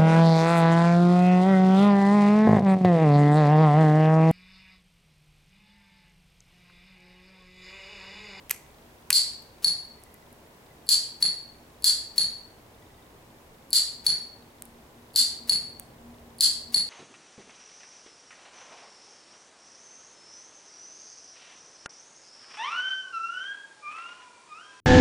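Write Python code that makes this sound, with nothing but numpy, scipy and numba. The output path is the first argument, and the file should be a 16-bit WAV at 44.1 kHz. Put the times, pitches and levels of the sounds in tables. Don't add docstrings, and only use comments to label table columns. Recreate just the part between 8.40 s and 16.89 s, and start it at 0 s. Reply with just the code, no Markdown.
import sys
import numpy as np
from scipy import signal
from scipy.fft import rfft, irfft, next_fast_len
from scipy.io import wavfile
from numba import njit

SR = 44100
rng = np.random.default_rng(int(sys.argv[2]) if len(sys.argv) > 2 else 0)


def transcribe(signal):
    frames = np.atleast_2d(signal).T
    limited = np.clip(frames, -1, 1)
    pcm = np.round(limited * 32767).astype(np.int16)
    wavfile.write(sys.argv[1], SR, pcm)


N = 374409

AIR_TONE = [(15, -21.5), (28, -3.5), (40, -19), (58, -2), (80, -7.5), (120, -6.5), (200, -11), (350, -10),
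            (1000, -15.5), (1290, -22.5), (2000, -24.5), (3700, -31), (6000, -32.5), (16000, -34.5)]
AIR_WIDTH = [(60, -25.5), (290, -9), (640, -6.5), (1400, 0.5), (4000, 1.5), (7000, -3), (15000, -12)]
BASS_SWELL = [(0, -1), (6.6, -0.5), (7.2, 3), (7.6, 2), (8.5, 1)]
HUM_SWELL = [(0, -73.5), (1.3, -66), (2.2, -69), (3.6, -60.5), (4.4, -64), (6.5, -64.5), (7.25, -53),
             (7.85, -57), (8.49, -62.5)]
ROCKER_SNAPS = [(0.096, -20, 2600), (0.105, -23, 2300), (0.1088, -9, 2100), (0.1112, -7, 2030),
                (0.7041, 0.5, 2800), (0.7064, -2, 2690)]
ROCKER_CASE = [(1600, 1000, -26.5), (5050, 1800, -6.5), (8040, 1600, -1.5), (10550, 1500, -4.5),
               (12800, 810, -5)]
BOARD_TONES = [(2200, 870, -11.5), (7900, 4200, -1)]
WALL_ECHOES = [(0.015, -27), (0.0229, -18), (0.027, -10), (0.034, -1.5), (0.0391, -13.5), (0.051, -3),
               (.061, -11)]
ROOM_WIDTH = [(500, -10.5), (2000, -3), (6000, -1.5), (10000, -2.5), (15000, -12)]
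ROOM_FADE = [(250, 0.4), (1800, 0.57), (4400, 0.45), (7500, 0.41), (10000, 0.35), (14000, 0.14)]
PULL_TIMES = [0.7282, 2.4899, 3.4428, 5.33, 6.7596, 8.0076]
PULL_CHATTER = [(-.0195, -35), (-.0087, -31.5), (.0042, -10.5), (.0095, -16.5), (0.0123, -14),
                (0.0174, -15)]
# pitch_hz, seated_db, free_db, free_fade_s
FRAME_TONES = [(1910, -39, -18.5, 0.0064), (3650, -17, -34.5, 0.0072), (4232, -2.5, -7, 0.025),
               (4322, -3.5, -4, 0.029), (4429, -2, 1.5, 0.032), (4650, -1.5, -32.5, 0.015),
               (5205, -16.5, -19, 0.018), (6630, -27.5, -46, 0.018), (6890, -17, -19, 0.015),
               (7597, -13, -23.5, 0.024), (8125, -22.5, -22, 0.02), (9640, -10.5, -23.5, 0.022),
               (9940, -14.5, -12, 0.031), (10266, -13.5, -11.5, 0.029), (10910, -10, -14.5, .015),
               (12050, -18, -32.5, .015), (12550, -26.5, -31, .015)]
RATTLE_TONES = [(2040, 1080, -19), (3297, 1100, -10), (5400, 2760, 2), (9500, 3400, 4), (13380, 2600, -1)]
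# start_s, landing_db, bounce_after_start_s, bounce_db
THROWS = [(1.2446, -38, .035, -18.5), (2.8252, -24, .0295, -24), (3.7800, -29, 0.03, -18.5),
          (5.6652, -26, 0.037, -23), (7.095, -34, 0.027, -18), (8.3436, -16.5, 0.027, -21)]
# pitch_hz, width_hz, level_db
BOUNCE_TONES = [(10900, 790, -9), (6860, 6900, 1.0), (1890, 880, -15)]
TABLE_TONES = [(111, -31, 0.15), (175, -24.5, 0.08), (425, -27.5, .04), (784, -21.5, 0.024)]
BUTTON_CLICKS = [(1.0231, -41), (1.6021, -48), (1.6371, -33), (1.7421, -37), (1.9281, -40), (2.4661, -37),
                 (3.4231, -32), (5.3047, -33), (5.3059, -23), (6.2221, -23.5), (6.2542, -31),
                 (6.7364, -39.5), (7.3974, -19.5), (7.9841, -32)]
BUTTON_CASE = [(4500, 4000, -10.5), (8900, 2000, -6.5), (10700, 1500, -1.5), (13700, 3600, -3.5)]
PIP_RUNS = [(1.585, 1.85, 1996, -57), (2.309, 2.33, 2010, -57), (4.422, 4.6, 1960, -57.5),
            (4.463, 4.63, 3670, -60.5)]


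def undb(db):
    return 10 ** (np.asarray(db) / 20)


def on_log(hz, table):
    pitches, values = np.transpose(table)
    return np.interp(np.log(np.maximum(hz, 1)), np.log(pitches), values)


def ring(tones, rise_s=.00005):
    t = np.arange(SR // 4) / SR
    waves = sum((-1) ** k * undb(db) * np.sin(2 * np.pi * hz * t) * 1000. ** (-t / fade_s)
                for k, (hz, db, fade_s) in enumerate(tones))
    return (1 - np.exp(-t / rise_s)) * waves


def strike(events, sound):
    out = np.zeros(N + SR)
    for s, db in events:
        out[int(s * SR):int(s * SR) + len(sound)] += undb(db) * sound
    return out[:N]


def clicks(events, body, decay_s, samples=SR // 100):
    burst = np.exp(-np.arange(samples) / (decay_s * SR))
    shell = ring([(hz, db, np.log(1000) / (np.pi * width)) for hz, width, db in body])[:SR // 100]
    out = np.zeros(N + SR)
    for s, db in events:
        click = np.convolve(burst * rng.standard_normal(samples), shell)
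        out[int(s * SR):int(s * SR) + len(click)] += undb(db) * click / np.abs(click).max()
    return out[:N]


def thin(sound, cutoff_hz=1070):
    return signal.sosfilt(signal.butter(3, cutoff_hz, "high", fs=SR, output="sos"), sound)


def house_air(bass_hz=630):
    size = next_fast_len(N)
    t, hz = np.arange(N) / SR, np.fft.rfftfreq(size, 1 / SR)
    mid, side = rfft(rng.standard_normal((2, size)))
    side *= undb(on_log(hz, AIR_WIDTH))
    colour = undb(on_log(hz, AIR_TONE))
    both = np.array([mid + side, mid - side]) * colour * undb(-53.5) / np.std(irfft(mid * colour, size))
    bass_share = 1 / (1 + (hz / bass_hz) ** 2)
    rumble = irfft(both * bass_share, size)[:, :N]
    hiss = irfft(both * (1 - bass_share), size)[:, :N]
    return rumble * undb(np.interp(t, *np.transpose(BASS_SWELL))) + hiss


def camera_hum(low_hz=236.8, high_hz=431, width_hz=9, waver_db=4, waver_s=.11):
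    size = next_fast_len(N)
    t, hz = np.arange(N) / SR, np.fft.rfftfreq(size, 1 / SR)
    hums = []
    for pitch_hz in (low_hz, high_hz):
        band = rfft(rng.standard_normal(size)) / (1 + (2 * (hz - pitch_hz) / width_hz) ** 2)
        hum = irfft(band, size)[:N]
        hums.append(hum / np.std(hum))
    turns = np.arange(0, t[-1] + 1, waver_s)
    waver = waver_db * np.interp(t, turns, rng.standard_normal(len(turns)))
    swell = np.interp(t, *np.transpose(HUM_SWELL))
    return undb(swell + waver) * hums[0] + undb(-74) * hums[1]


def camera_ticks(per_second=25, pitch_hz=3600, width_hz=500):
    times = np.arange(.024, N / SR, 1 / per_second)
    levels_db = -56 + 2.2 * rng.standard_normal(len(times))
    return clicks(np.c_[times, levels_db], [(pitch_hz, width_hz, 0)], decay_s=.0018)


def rocker_switch(lever_width_hz=450, lever_db=-8):
    out = np.zeros(N)
    for s, db, lever_hz in ROCKER_SNAPS:
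        body = ROCKER_CASE[:1] + [(lever_hz, lever_width_hz, lever_db)] + ROCKER_CASE[1:]
        out += clicks([(s, db)], body, decay_s=.00044)
    return thin(out)


def switch_board():
    snaps = [(s, db) for s, db, _ in ROCKER_SNAPS]
    return undb(-21.5) * clicks(snaps, BOARD_TONES, decay_s=.011, samples=SR // 20)


def room_echo(length_s=.7, late_count=70, late_gap_s=.0065, build_s=.0091):
    t, hz = np.arange(SR) / SR, np.arange(SR // 2 + 1)
    time_scatter, level_scatter = rng.standard_normal((late_count, 2)).T
    late_s = .068 + late_gap_s * (np.arange(late_count) + .2 * time_scatter)
    late_db = -9.5 + .5 * level_scatter
    echoes = np.zeros((2, SR))
    for s, db in np.r_[WALL_ECHOES, np.c_[late_s, late_db]]:
        leftward = rng.uniform(-.9, 1.2)
        echoes[:, int(s * SR)] += undb(db) * np.array([1, leftward])
    for lag in (17, 29, 47):
        smear = np.r_[1, np.zeros(lag - 1), .5]
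        echoes = signal.lfilter(smear[::-1], smear, echoes)
    wash = undb(-32) * rng.standard_normal((2, SR)) * (1 - np.exp(-(t / build_s) ** 2))
    mid, side = rfft(echoes + wash)
    side *= undb(on_log(hz, ROOM_WIDTH))
    both = np.array([mid + side, mid - side])
    pitches, fades = np.transpose(ROOM_FADE)
    out = np.zeros((2, SR))
    for one_band, fade_s in zip(np.eye(len(pitches)), fades):
        band = irfft(both * on_log(hz, np.c_[pitches, one_band]), SR)
        out += band * 1000. ** (-t / fade_s)
    return out[:, :int(length_s * SR)]


def solenoid(contact_s=.0003, seated_fade_share=.56, hiss_s=.022, flight_s=.0172, thud_lag_s=.002):
    seated = ring([(hz, db, fade * seated_fade_share) for hz, db, _, fade in FRAME_TONES], contact_s)
    free = ring([(hz, db, fade) for hz, _, db, fade in FRAME_TONES], contact_s)
    pulls = [(s, 4.5) for s in PULL_TIMES]  # start_s, level_db
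    releases = [(s, -5.5) for s, *_ in THROWS]
    chatter = np.array([(s + offset, db) for s in PULL_TIMES for offset, db in PULL_CHATTER])
    chatter += [.00043, -1] * rng.standard_normal(chatter.shape)
    landings = [(s + flight_s, db) for s, db, _, _ in THROWS]
    knocks = landings + [(s + after, db) for s, _, after, db in THROWS]
    frame = strike(pulls, seated) + strike(chatter, seated) + strike(releases + knocks, free)
    hiss_swell = np.linspace(.5, 1, int(hiss_s * SR))
    hiss = np.roll(strike(releases, hiss_swell), -len(hiss_swell)) * rng.standard_normal(N)
    lead_in_hiss = undb(-55.5) * signal.oaconvolve(hiss, seated)[:N] + undb(-35) * hiss
    rattle = undb(-14) * clicks(pulls, RATTLE_TONES, decay_s=.018, samples=SR // 12)
    rattle += undb(-13) * clicks(releases, RATTLE_TONES, decay_s=.0056, samples=SR // 12)
    ticks = undb(.5) * clicks(knocks, BOUNCE_TONES, decay_s=.00058)
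    thud = strike([(s + thud_lag_s, -17) for s, _ in landings], ring(TABLE_TONES))
    return undb(-2) * (thin(frame + lead_in_hiss + rattle + ticks) + thud)


def push_button():
    return thin(clicks(BUTTON_CLICKS, BUTTON_CASE, decay_s=.00027))


def camera_pips(gap_s=.08, fade_s=.09):
    return sum(strike([(s, db) for s in np.arange(start, end, gap_s)], ring([(hz, 0, fade_s)]))
               for start, end, hz, db in PIP_RUNS)


def microphone_ports(both, lag_s=.00004, top_hz=5190):
    size = next_fast_len(N)
    hz = np.fft.rfftfreq(size, 1 / SR)
    phase = np.pi * hz * lag_s / (1 + (hz / top_hz) ** 4)
    return irfft(rfft(both, size) * np.exp(1j * np.array([phase, -phase])), size)[:, :N]


@njit
def follow_peaks(peaks, rise_s, fall_s):
    out, level = np.empty(len(peaks)), 0.
    for i in range(len(peaks)):
        level += (peaks[i] - level) / (SR * (rise_s if peaks[i] > level else fall_s))
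        out[i] = level
    return out


def scene():
    clacks, rocker, button = solenoid(), rocker_switch(), push_button()
    direct = clacks * undb([[1.5], [-1.5]]) + rocker + switch_board() + button
    to_walls = clacks + undb(-16) * rocker + undb(-16.5) * button
    echo = signal.oaconvolve(room_echo(), to_walls[None], axes=1)[:, :N]
    return direct + echo + house_air() + camera_hum() + camera_ticks() + camera_pips()


def record(dry):
    limit_db, ratio, look_ahead_samples, top_hz = -8.5, 54, 12, 15900
    level = follow_peaks(np.abs(dry).max(axis=0), rise_s=.00015, fall_s=.022)
    gain = np.minimum(1, (undb(limit_db) / (level + 1e-9)) ** (1 - 1 / ratio))
    limited = microphone_ports(dry) * np.roll(gain, -look_ahead_samples)
    return signal.sosfilt(signal.ellip(10, .2, 70, top_hz, fs=SR, output="sos"), limited)


dry = scene()
out = record(dry)
transcribe(out)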